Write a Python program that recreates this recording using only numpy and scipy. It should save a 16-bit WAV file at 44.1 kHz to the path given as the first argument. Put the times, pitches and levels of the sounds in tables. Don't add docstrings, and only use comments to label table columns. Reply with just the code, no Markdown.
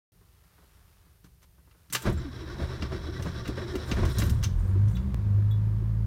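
import sys
import numpy as np
from scipy import signal
from scipy.fft import rfft, irfft, next_fast_len
from scipy.io import wavfile
from scipy.ndimage import uniform_filter1d

SR = 44100
rng = np.random.default_rng(int(sys.argv[2]) if len(sys.argv) > 2 else 0)


def int16_out(signal):
    q = np.round(np.clip(np.atleast_2d(signal).T, -1, 1) * 32767)
    wavfile.write(sys.argv[1], SR, q.astype(np.int16))


N = 267246
TIME = np.arange(N) / SR

# frequency in Hz, relative density in dB.
CABIN_SPECTRUM = [(25, -5), (45, 0.5), (65, 5), (105, -3.5), (140, -8.5), (175, -6), (225, -23.5),
                  (380, -19.5), (600, -26.5), (1300, -29), (2800, -32), (5000, -31.5), (7800, -35.5),
                  (9800, -28.5), (11000, -34.5), (13500, -27.5), (15800, -37.5)]
KEY_SPECTRUM = [(5000, -17), (7300, 3), (8600, -1), (10500, -4), (13500, -2), (15800, -7)]
LOCK_SPECTRUM = [(400, -8), (800, -16), (1100, -7), (1400, -4), (2000, -9), (2800, -6.5), (3300, -12),
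                 (5000, -11.5)]
SPRING_SPECTRUM = [(2200, -28.5), (3100, 5), (3800, 3.5), (4700, 0.5), (6200, 7.5), (7300, -13),
                   (8200, -34.5), (11000, -50)]
KNOCK_SPECTRUM = [(240, -11.5), (400, 6), (486, -12.5), (554, 3), (841, -20), (1150, -12.5), (1810, -11.5),
                  (2790, -25), (3860, -25), (9000, -52), (11700, -76), (19800, -120)]
GEAR_SPECTRUM = [(600, -24), (1000, -5), (1600, 0.5), (2100, -4), (2700, -11.5), (3200, -3), (3950, -2),
                 (4300, -7.5), (4900, -6), (5650, -2), (6400, -16.5), (9000, -19.5), (15000, -31)]
SHAKE_SPECTRUM = [(13, -35.5), (22, 0.5), (43, -5.5), (64, -4.5), (75, 5), (103, -8.5), (129, 1),
                  (150, -17.5), (177, -11), (260, -22.5), (340, -44), (570, -120)]
CLATTER_SPECTRUM = [(130, -25.5), (220, -1.5), (273, -12), (346, 0), (409, -8), (508, -6), (839, -15.5),
                    (912, -9), (1170, -11.5), (1320, -15), (1580, -15), (2620, -25.5), (3910, -27.5),
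                    (5500, -32), (6600, -34.5), (12000, -44.5), (15600, -81)]
BRUSH_SPECTRUM = [(150, -11), (300, -2.5), (600, -3), (1200, 2), (2200, -4), (4000, -7),
                  (8000, -11.5), (14000, -11.5)]
TAP_SPECTRUM = [(150, 9.5), (400, 9.5), (700, -2), (1100, 3.5), (1800, -3), (3500, -28), (8000, -32)]
DRONE_SPECTRUM = [(110, -11.5), (135, -3), (165, -2.5), (195, 10.5), (225, -14), (320, -9.5)]

# frequency in Hz, relative level in dB, t60 in seconds.
LOCK_MODES = [(897, -3, 0.23), (1190, 3.5, 0.039), (1397, 7.5, 0.073), (1585, -4.5, 0.2), (1754, 4, 0.075),
              (2030, 11.5, 0.044), (2325, 3.5, 0.14), (2796, 10.5, 0.06), (3050, -1, 0.074)]
PANEL_MODES = [(71, -2, 0.28), (130, -7, 0.06), (170.5, 2, 0.083), (206, -2.5, 0.064)]
HOLLOW_MODES = [(230, 4, 0.046), (306, -1, 0.087), (354.4, -2, 0.17), (476, -33, 0.051),
                (517, -13.5, 0.068), (640, -4, 0.0096)]
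THUMP_MODES = [(126.4, -2, 0.38), (180, -1, 0.22), (284, -3, 0.115)]
IDLE_COUGH_MODES = [(303, -3, 0.19), (357, 4, 0.12), (383.8, -6.5, 0.18)]

# start in seconds, gain in dB.
DASH_TAPS = [(0.211, -57.5), (0.582, -52.5), (0.624, -53), (1.063, -58), (1.241, -51), (1.58, -55.5),
             (1.673, -54.5), (1.748, -55.5)]
IDLE_COUGHS = [(4.751, -30.5), (5.37, -39.5), (5.809, -39)]
LOCK_THUMPS = [(1.24, -48), (1.899, -42.5), (1.933, -34), (1.947, -30)]
# start in seconds, length in seconds, gain in dB.
BRUSHES = [(0.156, 1.07, -68), (1.235, 0.045, -66), (1.416, 0.038, -63), (1.623, 0.48, -71.5)]

# frequency in Hz, relative level in dB.
KEY_MODES = [(6326, 5.5), (7085, -4.5), (7238, -5.5), (7748, -20), (8620, 3.5), (9400, 5.5), (11300, -5),
             (12490, -13), (13546, 0), (13884, -2)]
# ratio to its pitch, relative level in dB.
KEY_PARTIALS = [(1, 4), (1.015, -16), (1.1, -5), (2.25, -19), (3.99, -5), (4.1, -8)]
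# peak time in seconds, gain in dB.
KEY_SWINGS = [(2.03, -59), (2.62, -64), (3.23, -59), (3.72, -64), (3.89, -53), (4.1, -51), (4.24, -49.5),
              (4.6, -63), (4.68, -65), (4.91, -61)]
# start in seconds, pitch in Hz, gain in dB, t60 in seconds.
KEY_TINKS = [(2.097, 11100, -42, 0.041), (2.173, 7370, -49, 0.11), (4.232, 12470, -39, 0.09),
             (4.258, 12840, -38, 0.048), (4.950, 3460, -43.5, 0.19), (4.956, 3830, -43, 0.08),
             (5.509, 3425, -42, 0.17)]
# time in seconds, then gains in dB of lock body, spring and key.
LOCK_CLICKS = [(1.2426, -66, -59, -59), (1.4283, -66, -63, -59), (1.711, -60.5, -77, -76),
               (1.9, -53.5, -49.5, -52), (1.9258, -36.5, -43, -25.5), (1.933, -35, -31, -24),
               (1.9481, -27, -32, -26), (1.951, -22.5, -29.5, -32), (2.0213, -47, -50, -39.5),
               (2.126, -65, -57, -48), (2.822, -33.5, -57, -55), (3.2242, -45.5, -43, -44.5),
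               (3.455, -40, -64, -57), (3.476, -42, -49, -44), (3.7541, -38.5, -46, -43.5),
               (3.9144, -29, -37.5, -51), (4.0525, -40, -41, -42), (4.1843, -45, -32.5, -29),
               (4.2001, -39.5, -47, -34), (4.2188, -31.5, -43, -43), (4.2961, -44.5, -40.5, -36),
               (4.4275, -41.5, -42, -48), (4.4359, -37, -31.5, -34.5), (4.4418, -37, -32.5, -49),
               (4.8812, -57, -53.5, -56), (4.968, -46, -55, -66)]

# start in seconds, gain in dB, extra gains in dB of hollow ring and knock.
COUGHS = [(2.054, -26.5, -24, 4), (2.063, -25.5, -17, 6), (2.074, -18.5, -5.5, -9.5), (2.084, -22, 1, -3.5),
          (2.129, -28, -8, -26), (2.172, -29, -27, -10), (2.598, -26, -9, -2.5), (2.626, -27.5, -4, -2.5),
          (2.825, -24.5, -6.5, -12), (2.921, -32.5, 2, 7), (2.953, -32.5, 2, -5), (3.086, -36, 4.5, -15),
          (3.196, -26.5, -2.5, -3.5), (3.259, -25, -3, -1), (3.35, -40, -18, 4), (3.487, -28, 3.5, -24),
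          (3.574, -34.5, 1, 9.5), (3.615, -34, -2, 4.5), (3.754, -33, 9.5, -13), (3.917, -20, -4, -16),
          (3.967, -29, -8, 5.5), (3.988, -30, 2, -10), (4.032, -22.5, 1, -0.5), (4.09, -24, -21, -30),
          (4.185, -22, -30, -11), (4.223, -26.5, 0.5, -8), (4.278, -24, -35, -25)]
# time in seconds, compressions per second.
CRANK_RATE = [(2.13, 5.5), (2.40, 6.3), (2.48, 9.15), (3.7, 9.25), (4.3, 12.5)]
# time in seconds, then gains in dB of whirr, shake, clatter.
EFFORT = [(2.03, -49, -53, -50.5), (2.07, -45.5, -40, -27), (2.15, -52, -33, -51),
          (2.33, -50.5, -39.5, -49.5), (2.62, -47.5, -34, -41.5), (3.2, -48.5, -34, -47.5),
          (3.84, -46.5, -36.5, -42.5), (4.04, -45.5, -20, -34), (4.14, -44.5, -35.5, -45.5),
          (4.22, -43, -25, -39.5), (4.31, -52.5, -20, -46.5), (4.48, -69, -25, -52.5),
          (4.98, -120, -22, -54), (6.04, -120, -33.5, -58)]
# time in seconds, unloaded pitch in Hz, gain in dB.
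MOAN = [(2.121, 325, -50), (2.22, 351, -41.5), (2.30, 251, -41.5), (2.379, 399.5, -54), (2.429, 344, -46.5),
        (2.55, 374.5, -50), (3.302, 391, -50.5), (3.73, 361.8, -41), (3.858, 379.4, -56)]
# centre in Hz, width in Hz, relative level in dB.
HOUSING_BANDS = [(1193, 62, 6.5), (1408, 64, 6), (1570, 83, 6.5), (1770, 60, -2.5), (2600, 120, -8.5),
                 (3410, 150.6, -1.5), (3875, 90, 4.5), (4530, 72, -8), (5310, 100, 1)]
BULKHEAD_BANDS = [(227, 120, -22), (307.4, 7.5, -2), (360.6, 63, 3), (372.5, 21, -5), (583, 74, -15),
                  (654, 19, -9)]
# frequency in Hz, relative gain in dB.
HOUSING_EQ = [(900, 0.5), (5600, 2.5), (6500, -10.5), (15000, -16)]
BULKHEAD_EQ = [(120, -39), (230, -5.5), (700, -7.5), (1200, -41)]

# time in seconds, firing rate in Hz, gain in dB, unevenness from 0 to 1.
IDLE = [(4.171, 55, -27.5, 0.35), (4.43, 53.2, -32, 0.18), (4.559, 41.3, -27, 0.42),
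        (4.679, 46.8, -26, 0.3), (4.79, 49.5, -24.5, 0.09), (4.882, 51.4, -24.5, 0),
        (4.959, 59, -29.5, 0.32), (5.08, 67.5, -23.5, 0.05), (5.201, 52.5, -30, 0), (5.36, 50.7, -25, 0),
        (5.65, 53.1, -27, 0.17), (6.039, 54.8, -26.5, 0)]
ORDERS_DB = [0, 1, -4.5, -11.5]
# frequency in Hz, gain in dB.
CABIN_RESPONSE = [(40, 7.5), (50, -14), (56, -1), (68, -9.5), (85, -4.5), (101, 3.5), (112, -4),
                  (132, -22.5), (160, -12), (176, -9), (196, -4), (215, -18.5), (270, -35)]

BAND_LIMIT_HZ = 15950


def amp(db):
    return 10 ** (np.asarray(db) / 20)


def unit(x):
    return x / np.sqrt(np.mean(x ** 2) + 1e-20)


def add(mix, start_s, sound):
    part = mix[round(start_s * SR):][:len(sound)]
    part += sound[:len(part)]


def attack(t, rise_s):
    return 1 - np.exp(-t / rise_s)


def level(rows, column=1):
    s, db = np.transpose(rows)[[0, column]]
    return amp(np.interp(TIME, s, db)) * np.interp(TIME, [s[0] - .02, s[0]], [0, 1])


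def colour(x, spectrum):
    size = next_fast_len(len(x) + 8192)
    points_hz, db = np.transpose(spectrum)
    hz = np.abs(np.fft.fftfreq(size, 1 / SR)) + 1
    outside_oct = np.maximum(np.log2(points_hz[0] / hz), 0) + np.maximum(np.log2(hz / points_hz[-1]), 0)
    gain_db = np.interp(np.log(hz), np.log(points_hz), db) - 24 * outside_oct
    log_gain = np.log(amp(np.maximum(gain_db, -100)))
    response = np.exp(signal.hilbert(log_gain).conj())[:size // 2 + 1]
    return unit(irfft(rfft(x, size) * response, size)[:len(x)])


def noise(spectrum, samples=N):
    return colour(rng.standard_normal(samples), spectrum)


def resonances(x, bands):
    return unit(sum(amp(db) * unit(signal.lfilter(*signal.iirpeak(hz, hz / width_hz, SR), x))
                    for hz, width_hz, db in bands))


def wander(rate_hz):
    lowpass = np.exp(-(np.fft.rfftfreq(N, 1 / SR) / rate_hz) ** 2)
    return unit(irfft(rfft(rng.standard_normal(N)) * lowpass, N))


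def grains(per_s, spread_db):
    size = amp(spread_db * np.minimum(rng.exponential(1, N), 4))
    return unit(size * rng.standard_normal(N) * (rng.random(N) < per_s / SR))


def ring(modes, t, detune=0.):
    out = 0
    for hz, db, t60_s in modes:
        sign = rng.choice([-1, 1])
        detuned_hz = hz * (1 + detune * rng.standard_normal())
        out += sign * amp(db - 60 * t / t60_s) * np.sin(2 * np.pi * detuned_hz * t)
    return out / np.abs(out).max()


def swells(events, rise_s, fall_s):
    t = TIME[::32]
    power = sum((amp(db) * np.exp(-np.maximum((s - t) / rise_s, (t - s) / fall_s))) ** 2
                for s, db in events)
    return np.interp(TIME, t, np.sqrt(power))


def cabin():
    brushing = 0
    for s, length_s, db in BRUSHES:
        progress = np.clip((TIME - s) / length_s, 0, 1)
        brushing += amp(db) * np.sqrt(np.abs(np.sin(np.pi * progress)))
    out = amp(-59.5) * noise(CABIN_SPECTRUM)
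    out += brushing * colour(grains(per_s=4000, spread_db=0.72), BRUSH_SPECTRUM)
    t = np.arange(SR // 8) / SR
    for s, db in DASH_TAPS:
        add(out, s, amp(db - 5.5) * noise(TAP_SPECTRUM, len(t)) * np.exp(-t / 0.02))
    return out * (TIME > .12)


def glitch_pop(start_s=5.1447):
    out, t = np.zeros(N), np.arange(SR // 4) / SR
    add(out, start_s, -amp(-24.5) * np.exp(-t / .003))
    return out


def idle_coughs():
    out, t = np.zeros(N), np.arange(SR // 4) / SR
    for s, db in IDLE_COUGHS:
        add(out, s, amp(db) * ring(IDLE_COUGH_MODES, t) * attack(t, 0.0047))
    return out


def keys(jingle_t60_s=.04):
    t = np.arange(SR // 4) / SR
    jingle = np.zeros(N)
    for hz, db in 2 * KEY_MODES:
        hits = grains(per_s=90, spread_db=2.2)
        ping = ring([(hz, 0, jingle_t60_s)], t, detune=.04)
        jingle += amp(db) * signal.oaconvolve(hits, ping)[:N]
    jostle = swells(KEY_SWINGS, rise_s=0.026, fall_s=0.081)
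    out = jostle * (0.74 * unit(jingle) + 0.59 * noise(KEY_SPECTRUM))
    for s, hz, db, t60_s in KEY_TINKS:
        modes = [(hz * ratio, partial_db, t60_s / np.sqrt(ratio))
                 for ratio, partial_db in KEY_PARTIALS if hz * ratio < BAND_LIMIT_HZ]
        contact = 0.21 * noise(KEY_SPECTRUM, len(t)) * np.exp(-t / 0.0067)
        add(out, s, amp(db) * (ring(modes, t) + contact) * attack(t, 0.0026))
    return out


def ignition(key_t60_s=.08):
    out, t = np.zeros(N), np.arange(SR // 4) / SR
    fade = np.exp(-t / 0.011) + 0.09 * np.exp(-t / 0.066)
    key_modes = [(hz, db, key_t60_s) for hz, db in KEY_MODES]
    for s, body_db, spring_db, chink_db in LOCK_CLICKS:
        body, spring, chink = (noise(spectrum, len(t)) * fade
                               for spectrum in (LOCK_SPECTRUM, SPRING_SPECTRUM, KEY_SPECTRUM))
        body = 0.65 * body + 1.32 * ring(LOCK_MODES, t, detune=0.0011)
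        chink += 0.52 * ring(key_modes, t, detune=0.0011)
        click = amp(body_db + 1) * body + amp(spring_db - 2.5) * spring + amp(chink_db - 5) * chink
        add(out, s - .0005, click * attack(t, .0005))
    for s, db in LOCK_THUMPS:
        add(out, s, amp(db) * ring(THUMP_MODES, t) * attack(t, 0.0031))
    return out


def coughs():
    out, t = np.zeros(N), np.arange(SR // 4) / SR
    for s, db, hollow_db, knock_db in COUGHS:
        knock = amp(knock_db - 9.5) * noise(KNOCK_SPECTRUM, len(t)) * amp(-60 * t / 0.18)
        thud = ring(PANEL_MODES, t, detune=0.064)
        hollow = amp(hollow_db) * ring(HOLLOW_MODES, t, detune=0.031)
        add(out, s, amp(db) * (thud + hollow + knock) * attack(t, 0.0022))
    return out


def compression_load(first_s=2.13, width=0.6):
    strokes = np.cumsum(np.interp(TIME, *np.transpose(CRANK_RATE))) / SR
    strokes -= np.interp(first_s, TIME, strokes)
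    cranking = np.interp(TIME, [4.1, 4.3], [1, 0])
    return cranking * np.exp(-(np.sin(np.pi * strokes) / width) ** 2)


def starter(load, pitch_sag=0.06, whirr_sag_db=-6.5, groan_sag_db=-11):
    s, pitch_hz, _ = np.transpose(MOAN)
    tooth_hz = np.interp(TIME, s, pitch_hz) * (1 - pitch_sag * load + .02 * wander(39.95))
    teeth = np.cumsum(tooth_hz) / SR
    scrape = (.5 + np.exp(-(teeth % 1) / 0.39)) * grains(per_s=9000, spread_db=0.59)
    singing = unit(sum(wander(8 * k) * np.sin(2 * np.pi * k * teeth) / np.sqrt(k) for k in range(3, 16)))
    rasp = unit(scrape) + 0.31 * singing
    whirr = amp(-3.5) * colour(rasp, GEAR_SPECTRUM)
    whirr += amp(-5.5) * colour(resonances(rasp, HOUSING_BANDS), HOUSING_EQ)

    driving = np.interp(TIME, [s[-1], s[-1] + .05], [1, 0])
    moan_gain = amp(-1.5) * driving * level(MOAN, column=2) * (1 + .5 * wander(38))
    moan = np.sqrt(2) * np.sin(2 * np.pi * teeth)

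    groan = colour(resonances(rng.standard_normal(N), BULKHEAD_BANDS), BULKHEAD_EQ)
    hollows = [(s, db + hollow_db) for s, db, hollow_db, _ in COUGHS]
    strain = amp(-9.5) * swells(hollows, rise_s=0.0094, fall_s=0.017)
    groan_gain = np.hypot(level(EFFORT) * amp(1 + groan_sag_db * load), strain)
    whirr_gain = level(EFFORT) * amp(whirr_sag_db * load + wander(36))
    return whirr_gain * whirr + moan_gain * moan + groan_gain * groan


def block_shake(load, running):
    rocking = noise(SHAKE_SPECTRUM)
    rocking /= np.sqrt(uniform_filter1d(rocking ** 2, size=1800) + 0.081)
    jolt = amp(-4.5) * swells([row[:2] for row in COUGHS], rise_s=0.0075, fall_s=0.051)
    gain = level(EFFORT, column=2) * amp(-10 * running - 2.5 * load)
    return np.hypot(gain, jolt) * rocking


def valve_clatter(load, running, firings, beat_depth=0.72):
    beat = unit(1 + beat_depth * running * np.exp(-(firings % 1) / 0.5))
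    knocks = [(s, db + knock_db) for s, db, _, knock_db in COUGHS]
    rattle = amp(-13) * swells(knocks, rise_s=0.0041, fall_s=0.026)
    gain = level(EFFORT, column=3) * amp(-2.5 + 3.97 * running - 2.1 * load)
    return np.hypot(gain, rattle) * colour(beat * rng.standard_normal(N), CLATTER_SPECTRUM)


def firing_boom():
    s, firing_hz, _, uneven = np.transpose(IDLE)
    hz, uneven = np.interp(TIME, s, firing_hz), np.interp(TIME, s, uneven)
    firings = np.cumsum(hz * (1 + 0.0085 * wander(13.3))) / SR
    boom = 0
    for order, db in enumerate(ORDERS_DB, 1):
        cabin_db = np.interp(order * hz, *np.transpose(CABIN_RESPONSE))
        gain = amp(db + cabin_db) * (1 + uneven * wander(24))
        phase_rad = 2 * np.pi * (order * firings + rng.random()) + uneven * wander(15)
        boom += gain * np.sqrt(2) * np.cos(phase_rad)
    return level(IDLE, column=2) * boom, firings


def engine(load):
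    running = np.interp(TIME, [4.15, 4.7], [0, 1])
    boom, firings = firing_boom()
    shake = block_shake(load, running)
    drone = amp(-44) * running * noise(DRONE_SPECTRUM)
    return boom + shake + drone + valve_clatter(load, running, firings)


def scene():
    load = compression_load()
    car = cabin() + starter(load) + engine(load) + coughs() + ignition() + keys() + idle_coughs()
    return (car + glitch_pop())[None]


def record(dry):
    highpass = signal.butter(4, 33., "highpass", fs=SR, output="sos")
    lowpass = signal.firwin(511, BAND_LIMIT_HZ, window=("kaiser", 9), fs=SR)
    return signal.oaconvolve(signal.sosfilt(highpass, dry), lowpass[None], "same")


dry = scene()
out = record(dry)
int16_out(out)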